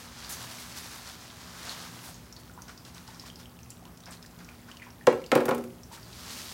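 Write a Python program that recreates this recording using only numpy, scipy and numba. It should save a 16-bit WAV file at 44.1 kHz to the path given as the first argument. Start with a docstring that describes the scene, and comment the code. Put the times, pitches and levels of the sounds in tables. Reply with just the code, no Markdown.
"""Close in a garden, over faint far traffic, a machine hum and hiss (filtered noise and a tone), wet leaves are
shaken from a plastic crate onto a mesh table: dense tiny rings, swelling as clumps slip and fall.
Drops and stalks tick as it drains (short rings with splashes); fat drops plop on rising notes.
The empty crate is dropped on paving, bounces and rattles to rest (decaying modes and noise bursts).
Hands then spread the leaves; one microphone feeds both channels."""
import sys
import numpy as np
from scipy import signal
from scipy.io import wavfile
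from scipy.ndimage import uniform_filter1d
from numba import njit

SR = 44100
rng = np.random.default_rng(int(sys.argv[2]) if len(sys.argv) > 2 else 0)


def master(y):
    """Save y as 16-bit WAV."""
    cut = np.clip(np.atleast_2d(y).T, -1, 1)
    pcm = np.round(cut * 32767)  # scale
    wavfile.write(sys.argv[1], SR, pcm.astype(np.int16))


N = 287973


def undb(db):
    """Decibels to gain."""
    return 10 ** (np.asarray(db) / 20)


def level(x, db):
    """Scale to an rms level."""
    return x * undb(db) / np.sqrt(np.mean(x ** 2))


def band(x, hz, width):
    """Two-pole band-pass, gain 1 at the centre."""
    return signal.lfilter(*signal.iirpeak(min(hz, .45 * SR), hz / width, fs=SR), x)


def steep(x, hz, width):
    """The band-pass twice, each pass of the given width."""
    return band(band(x, hz, width), hz, width)


def walk(rate):
    """Random levels held 1 / rate s and slewed twice; spread near 1."""
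    hold = int(SR / rate)
    steps = np.repeat(rng.standard_normal(N // hold + 1), hold)
    return 1.044 * uniform_filter1d(uniform_filter1d(steps, hold), hold)[:N]


def decay(t, t60):
    """Exponential fall of 60 dB in t60 seconds."""
    return np.exp(-np.log(1000) * t / t60)


def burst(t60, size=4096):
    """A noise burst that dies away."""
    return rng.standard_normal(size) * decay(np.arange(size) / SR, t60)


def add(out, s, x):
    """Mix x in at time s."""
    i = int(s * SR)
    out[i:i + len(x)] += x[:N - i]


@njit
def rings(n, start, step, cycles, size, glide):
    """Damped oscillations: step in radians a sample, down 50 dB after about twice the cycles, pitch gliding."""
    out = np.zeros(n)
    for k in range(len(start)):
        length = int(4 * np.pi * cycles[k] / step[k]) + 2
        advance = np.exp(1j * step[k] - 5.8 / length)  # one sample of turning and damping
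        bend = np.exp(1j * step[k] * glide[k] / length)
        z = size[k] + 0j
        for i in range(start[k], min(n, start[k] + length)):
            swell_in = min(1., (i - start[k] + 1) * 16. / length)
            out[i] += z.imag * swell_in
            z, advance = z * advance, advance * bend
    return out


def timed_rings(s, db, hz, cycles, glide):
    """Rings at listed times; glide is the share by which each pitch rises over its ring."""
    start = (s * SR).astype(np.int64)
    return rings(N, start, 2 * np.pi * hz / SR, cycles + 0 * s, undb(db), glide + 0 * s)


def grains(centre_hz, spread_octaves, cycles, per_s, scatter_db):
    """A steady patter of tiny random rings, rms 1; a few are much louder than the rest."""
    when, pitch, size = rng.random((int(per_s * N / SR), 3)).T
    octaves = spread_octaves * np.log(pitch / (1 - pitch)) / 1.8  # a bell-shaped spread
    hz = np.minimum(centre_hz * 2 ** octaves, .36 * SR)
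    size = undb(-scatter_db * np.log(size))
    start = (when * N).astype(np.int64)
    patter = rings(N, start, 2 * np.pi * hz / SR, np.full(len(hz), 1. * cycles), size, 0 * size)
    return level(patter, 0)


def air():
    """Far traffic and microphone hiss: third-octave noise bands that drift a little, together and apart."""
    # Background spectrum: (frequency [Hz], relative density [dB per Hz])
    spectrum = [(18, -36), (30, -14), (64, 8.5), (245, 1), (526, -7), (962, -7.5), (2120, -19),
                (3140, -19.5), (3670, -29), (5170, -20), (6900, -24.5), (14400, -22), (16000, -19.5)]
    hz, db = np.transpose(spectrum)
    swell = walk(0.98)
    mix = 0
    for f in 40 * 2 ** np.arange(0, 8.8, 1 / 3):
        band_db = np.interp(np.log(f), np.log(hz), db) + swell + walk(15)
        mix = mix + undb(band_db) * steep(rng.standard_normal(N), f, f / 3)
    return level(mix, -52)


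def far_machine():
    """A machine far off: narrow noise bands waver as a hum beside a steadier tone."""
    # Hum bands: (centre [Hz], width of each filter pass [Hz], level [dB])
    hum_bands = [(55.5, 12, -65.5), (76.4, 4.1, -80), (117.8, 7, -60), (173.5, 8.4, -59.5)]
    hum = sum(level(steep(rng.standard_normal(N), hz, width), db) for hz, width, db in hum_bands)
    tone_hz = 240 + 1.483 * walk(3)
    tone = undb(2.0 * walk(6)) * np.sin(2 * np.pi * np.cumsum(tone_hz) / SR)
    return hum + level(tone, -59.5)


def yard(x):
    """Walls and paving return a short, dull scatter."""
    scatter = band(burst(0.35, size=16384), 1000, 11200)
    tail = np.concatenate([np.zeros(300), scatter])  # the first return lags by 300 samples
    tail = tail / np.sqrt(np.sum(tail ** 2))
    return x + undb(-10.5) * signal.fftconvolve(x, tail)[:N]


def plops():
    """Each fat drop traps an air pocket whose note rises; a slosh follows."""
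    # Fat drops: (time [s], note level [dB], starting pitch [Hz], slosh above the note [dB])
    fat_drops = [(2.088, -43, 736, -1), (2.497, -40, 1410, -7), (2.576, -39, 980, 6.5),
                 (2.589, -40, 1370, -3), (2.695, -39, 1430, -2.5), (3.088, -37.5, 888, -18),
                 (3.237, -41.5, 1030, -3), (3.823, -44.5, 725, -6), (3.851, -48, 900, 13.5),
                 (4.078, -42.5, 734, 8), (4.686, -40, 1440, -8), (4.741, -46, 1050, -6),
                 (4.819, -37.5, 2000, 2.5), (4.867, -38, 947, 2), (5.011, -41, 1790, -4),
                 (5.914, -39, 920, -6), (5.929, -37.5, 904, -4)]
    s, db, hz, _ = np.transpose(fat_drops)
    out = timed_rings(s, db, hz, cycles=14, glide=0.085)
    for s, db, hz, slosh_db in fat_drops:
        add(out, s, undb(db + slosh_db) * steep(burst(0.19, size=8192), hz, .6 * hz))
    return out


def drops(splash_s=0.027, lowest_splash_hz=4900, hiss_s=0.096, hiss_db=-5):
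    """Each fine drop rings briefly, splashes and leaves a hiss near its pitch, over a scattered patter."""
    # Fine drops that tick on leaves: (time [s], ring level [dB], pitch [Hz], splash above the ring [dB])
    fine_drops = [(0.247, -29, 4600, -12), (0.2932, -29, 6300, -6), (0.325, -24, 6460, -13),
                  (0.338, -26, 6300, -10), (0.5857, -33, 2230, -7), (0.7744, -31, 4670, -1),
                  (1.6943, -21, 4170, -14), (1.724, -34, 3160, -16), (1.9906, -36, 2840, -8),
                  (2.1435, -34, 6500, -13), (2.326, -31.5, 5560, -8), (2.365, -31, 4470, -10),
                  (2.5376, -43, 7630, -10), (2.62, -34, 6200, -2), (2.6828, -37, 5500, -8),
                  (2.7771, -32.5, 5030, -11), (2.85, -43.5, 3570, 8.5), (2.946, -39, 5930, -1),
                  (3.0775, -41, 4770, 3), (3.1464, -36, 5370, -13), (3.1968, -27.5, 5120, -9),
                  (3.3003, -33.5, 3160, -9), (3.3579, -32, 5100, -9), (3.4002, -41, 5310, -8),
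                  (3.4311, -42, 3570, -8), (3.457, -36, 3080, -14), (3.59, -42, 2600, -4),
                  (3.632, -37.5, 6100, -15), (3.6606, -46, 2570, -12), (3.704, -32.5, 7300, -2.5),
                  (3.7194, -43, 2750, -8), (3.8533, -41.5, 2950, -0.5), (3.9732, -44, 5370, 3),
                  (4.004, -44, 5740, 1), (4.0368, -38.5, 3790, -6), (4.058, -32.5, 5270, -7),
                  (4.109, -32, 8350, -11), (4.172, -41, 4100, -10), (4.2267, -35, 5200, -4),
                  (4.261, -41.5, 5280, 4), (4.3894, -43, 4720, 0), (4.446, -39, 5750, -5),
                  (4.489, -34.5, 2390, -10), (4.715, -33, 3020, -5), (4.77, -36, 2980, -3.5),
                  (4.798, -37, 2390, -16), (4.8218, -37, 1950, -9), (4.828, -35.5, 2420, -17),
                  (4.8494, -43, 5550, -10), (4.9047, -41, 5500, -7), (5.217, -39, 2240, -4),
                  (5.2407, -33, 2860, -6), (5.2624, -33, 4640, -2), (5.834, -33.5, 5670, -15),
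                  (6.0306, -35, 4750, -13), (6.13, -38, 4100, -2)]
    s, db, hz, _ = np.transpose(fine_drops)
    out = timed_rings(s, db, hz, cycles=10.5, glide=0)
    for s, db, hz, splash_db in fine_drops:
        splash_hz = max(hz, lowest_splash_hz)
        add(out, s, undb(db + splash_db) * steep(burst(splash_s), splash_hz, splash_hz))
        add(out, s, undb(db + hiss_db) * steep(burst(hiss_s, size=8192), hz, 0.19 * hz))
    patter = grains(centre_hz=4760, spread_octaves=0.645, cycles=6.5, per_s=130, scatter_db=2.15)
    return out + level(patter, -67)


def leaves(flutter_db=1.46, patch_db=0.68):
    """Three grain sizes follow hands and clumps; all flutter together, and each in patches of its own."""
    # Leaves shaken out, then spread: (time [s], slap of whole leaves [dB],
    # crackle of edges above slap [dB], spray above slap [dB])
    handling = [(0.0, -52.5, 2, -1), (0.14, -55, 4, -8), (0.28, -51.5, 4.5, -4), (0.36, -49.5, 4, -1.5),
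                (0.9, -52.5, 5, -1), (1.2, -56.5, 5, -4), (1.44, -54, 2.5, -7), (1.56, -52, 1.5, -5),
                (1.714, -43, 2, -8), (1.87, -53, 1.5, -5.5), (2.1, -52, 1.5, 0), (2.17, -63, 7.5, -3),
                (2.3, -61, -1, -8), (2.6, -67.5, 3, -3), (3.3, -66, 6, 1), (3.6, -68, -9, -1),
                (4.6, -62.5, -2.5, -5), (5.0, -69, -6, 0), (5.8, -75.5, 8, 8), (6.05, -61.5, 5, -3),
                (6.33, -51, 8.5, 2), (6.53, -55.5, 10, 4.5)]
    # Clumps that slip and fall: (time [s], rise [s], fade [s], slap [dB],
    # crackle above slap [dB], spray above slap [dB])
    clumps = [(0.292, .003, 0.072, -57.5, 3, 16.5), (0.57, 0.033, 0.037, -59, 12, 11),
              (0.74, .03, 0.052, -53.5, 8, 7.5), (0.9, 0.03, 0.074, -50, 2.5, -4),
              (1.05, 0.015, 0.069, -53, 5, -8), (2.02, 0.047, 0.049, -58, 4, 9),
              (2.38, 0.019, 0.023, -66, 8, 9), (2.67, 0.016, 0.044, -50, -1.5, -14),
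              (2.85, 0.012, .08, -54.5, 2.5, -9), (2.945, 0.011, 0.1, -55.5, 0, -7),
              (3.06, 0.025, 0.1, -53, -0.5, -10), (3.2, 0.011, 0.072, -61, 6.5, -7),
              (3.25, 0.013, 0.037, -53.5, 4, -4), (3.38, 0.018, 0.034, -57.5, 5, -3),
              (3.7, .004, .05, -70, 9, 10), (3.82, 0.025, 0.072, -65, -21, -18),
              (4.06, 0.011, 0.052, -49.5, -9, -18), (4.11, 0.013, 0.04, -57.5, 7, -2),
              (4.38, 0.024, .06, -57.5, -5, -14), (4.48, 0.016, 0.053, -60, -16, -17),
              (4.67, 0.018, 0.066, -54.5, -3, -18), (4.85, 0.027, 0.044, -58, -15, -20),
              (5.906, 0.025, 0.044, -58.5, 9.5, 4), (5.96, 0.018, 0.02, -52, -11, -12)]
    t = np.arange(N) / SR
    s, slap_db, crackle_db, spray_db = np.transpose(handling)
    columns = (column[:, None] for column in np.transpose(clumps))
    start, rise, fade, clump_slap_db, clump_crackle_db, clump_spray_db = columns
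    attack = np.clip((t - start) / rise, 0, 1)
    swell = attack * np.exp(-(np.maximum(t - start - rise, 0) / fade) ** 2)

    def layer(hand_db, clump_db, patter):
        """Hand and clump powers add to drive one grain size."""
        hand_power = undb(np.interp(t, s, hand_db)) ** 2
        clump_power = np.sum((swell * undb(clump_db)) ** 2, axis=0)
        return np.sqrt(hand_power + clump_power) * undb(patch_db * walk(18)) * patter

    slap = grains(centre_hz=1517, spread_octaves=0.44, cycles=2.88, per_s=2500, scatter_db=1.5)
    crackle = grains(centre_hz=5100, spread_octaves=0.3, cycles=2.16, per_s=5500, scatter_db=1.7)
    spray = grains(centre_hz=10700, spread_octaves=0.37, cycles=2.8, per_s=9700, scatter_db=1.7)
    mix = layer(slap_db, clump_slap_db, slap)
    mix = mix + layer(slap_db + crackle_db, clump_slap_db + clump_crackle_db, crackle)
    mix = mix + layer(slap_db + spray_db, clump_slap_db + clump_spray_db, spray)
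    return mix * undb(flutter_db * walk(30))


def crate(detune=0.0072, rough=0.56, rough_hz=35, swell_s=0.0039):
    """Each blow rings the frame; modes waver as it rocks on the stone, the edge cracks and the ribs rattle."""
    # Blows on the paving: (time [s], crack [dB], treble snap [dB], boom [dB],
    # share of the modes' ring time [ratio], brightness of the ring [dB per octave])
    blows = [(5.0694, -14, -35, -4, 0.55, 0), (5.1262, -40, -46, -26.5, 0.46, 3),
             (5.3168, -12, -33, -8.5, 0.79, 0.4), (5.352, -17.5, -27, -7.5, 0.69, -2),
             (5.374, -29, -41, -16, 0.82, -2), (5.4048, -29, -43, -17.5, 0.7, -1.2),
             (5.4549, -29, -30.5, -22, 0.57, -1), (5.482, -31, -50, -12.5, 0.6, -1),
             (5.4891, -33, -31, -17, 0.67, 1.5), (5.5103, -25.5, -46, -13.5, 0.69, 1),
             (5.5477, -33, -36, -27, .97, -9), (5.58, -43, -40, -28.5, 0.78, -5.5),
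             (5.6393, -45, -45, -36, 0.71, -10)]
    # Crate modes: (frequency [Hz], relative level [dB], t60 before each blow's share [s])
    modes = [(114, -37, 0.14), (151, -24, 0.25), (238.6, -23.5, 0.48), (276.3, -19, 0.22), (310, -20, 0.21),
             (370.5, -17.5, 0.51), (410, -14.5, 0.19), (435, -26, 0.26), (479, -11.5, 0.18),
             (517.4, -6.5, 0.18), (541.5, -10.5, 0.24), (623, -22, 0.23), (691, -19, 0.17),
             (763, -17.5, 0.22), (852, -20.5, 0.21), (998, -19.5, 0.14), (1091, -19, 0.14),
             (1231, -21, 0.14), (1318, -19, 0.13), (1410, -14.5, 0.079), (1610, -16.5, 0.055),
             (1774, -16.5, 0.048), (1903, -24, 0.087), (2065, -20, 0.044), (2340, -27, 0.066),
             (2710, -37, 0.049), (2960, -27, 0.032)]
    out, t = np.zeros(N), np.arange(SR // 2) / SR
    hz, db, t60 = (column[:, None] for column in np.transpose(modes))
    sign = (-1.) ** np.arange(len(modes))[:, None]  # neighbouring modes swing against each other
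    for s, crack_db, snap_db, boom_db, share, bright_db in blows:
        # every blow lands elsewhere
        place, shift, pace, phase = rng.standard_normal((len(modes), 4)).T[..., None]
        rock_hz = rough_hz * (1 + 0.266 * pace)
        rock = rough * np.sqrt(hz / 530) * np.sin(2 * np.pi * rock_hz * t + 3 * phase)
        mode_db = db + 1.5 * place + bright_db * np.log2(hz / 530)
        gain = sign * undb(mode_db) * np.exp(rock) * decay(t, t60 * share)
        wave = np.sin(2 * np.pi * hz * t * (1 + detune * shift) + rock)
        body = np.sum(gain * wave, axis=0)
        add(out, s, undb(boom_db) * body * (1 - np.exp(-t / swell_s)))

        crack = steep(burst(0.015), 2760, 5400)
        snap = steep(burst(0.038), 10000, 15000)  # the hard rim snaps on the stone
        rattle = steep(burst(0.13, size=8192), 1070, 1800)
        thud = steep(burst(0.22, size=8192), 330, 420)  # the panels thud without a pitch
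        clack = steep(burst(0.043), 2360, 1200)  # dense short rib modes
        add(out, s, undb(crack_db) * crack)
        add(out, s, undb(snap_db) * snap)
        add(out, s, undb(boom_db - 11.5) * rattle)
        add(out, s, undb(boom_db - 8) * thud)
        add(out, s, undb(crack_db + 1.5) * clack)
    too_small_for_bass = signal.butter(2, 90, "high", fs=SR, output="sos")
    return signal.sosfilt(too_small_for_bass, out)


def scene():
    """All sources on one microphone; drops, plops and crate also scatter off the yard."""
    background = air() + far_machine()
    echoing = yard(drops() + plops() + crate())
    return np.tile(echoing + leaves() + background, (2, 1))


def record(dry):
    """The microphone loses the deep bass and the recorder cuts the top."""
    thin = signal.sosfilt(signal.butter(3, 45, "high", fs=SR, output="sos"), dry)
    top_cut = signal.ellip(10, .2, 70, 15900, fs=SR, output="sos")
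    return signal.sosfilt(top_cut, thin)


dry = scene()
out = record(dry)
master(out)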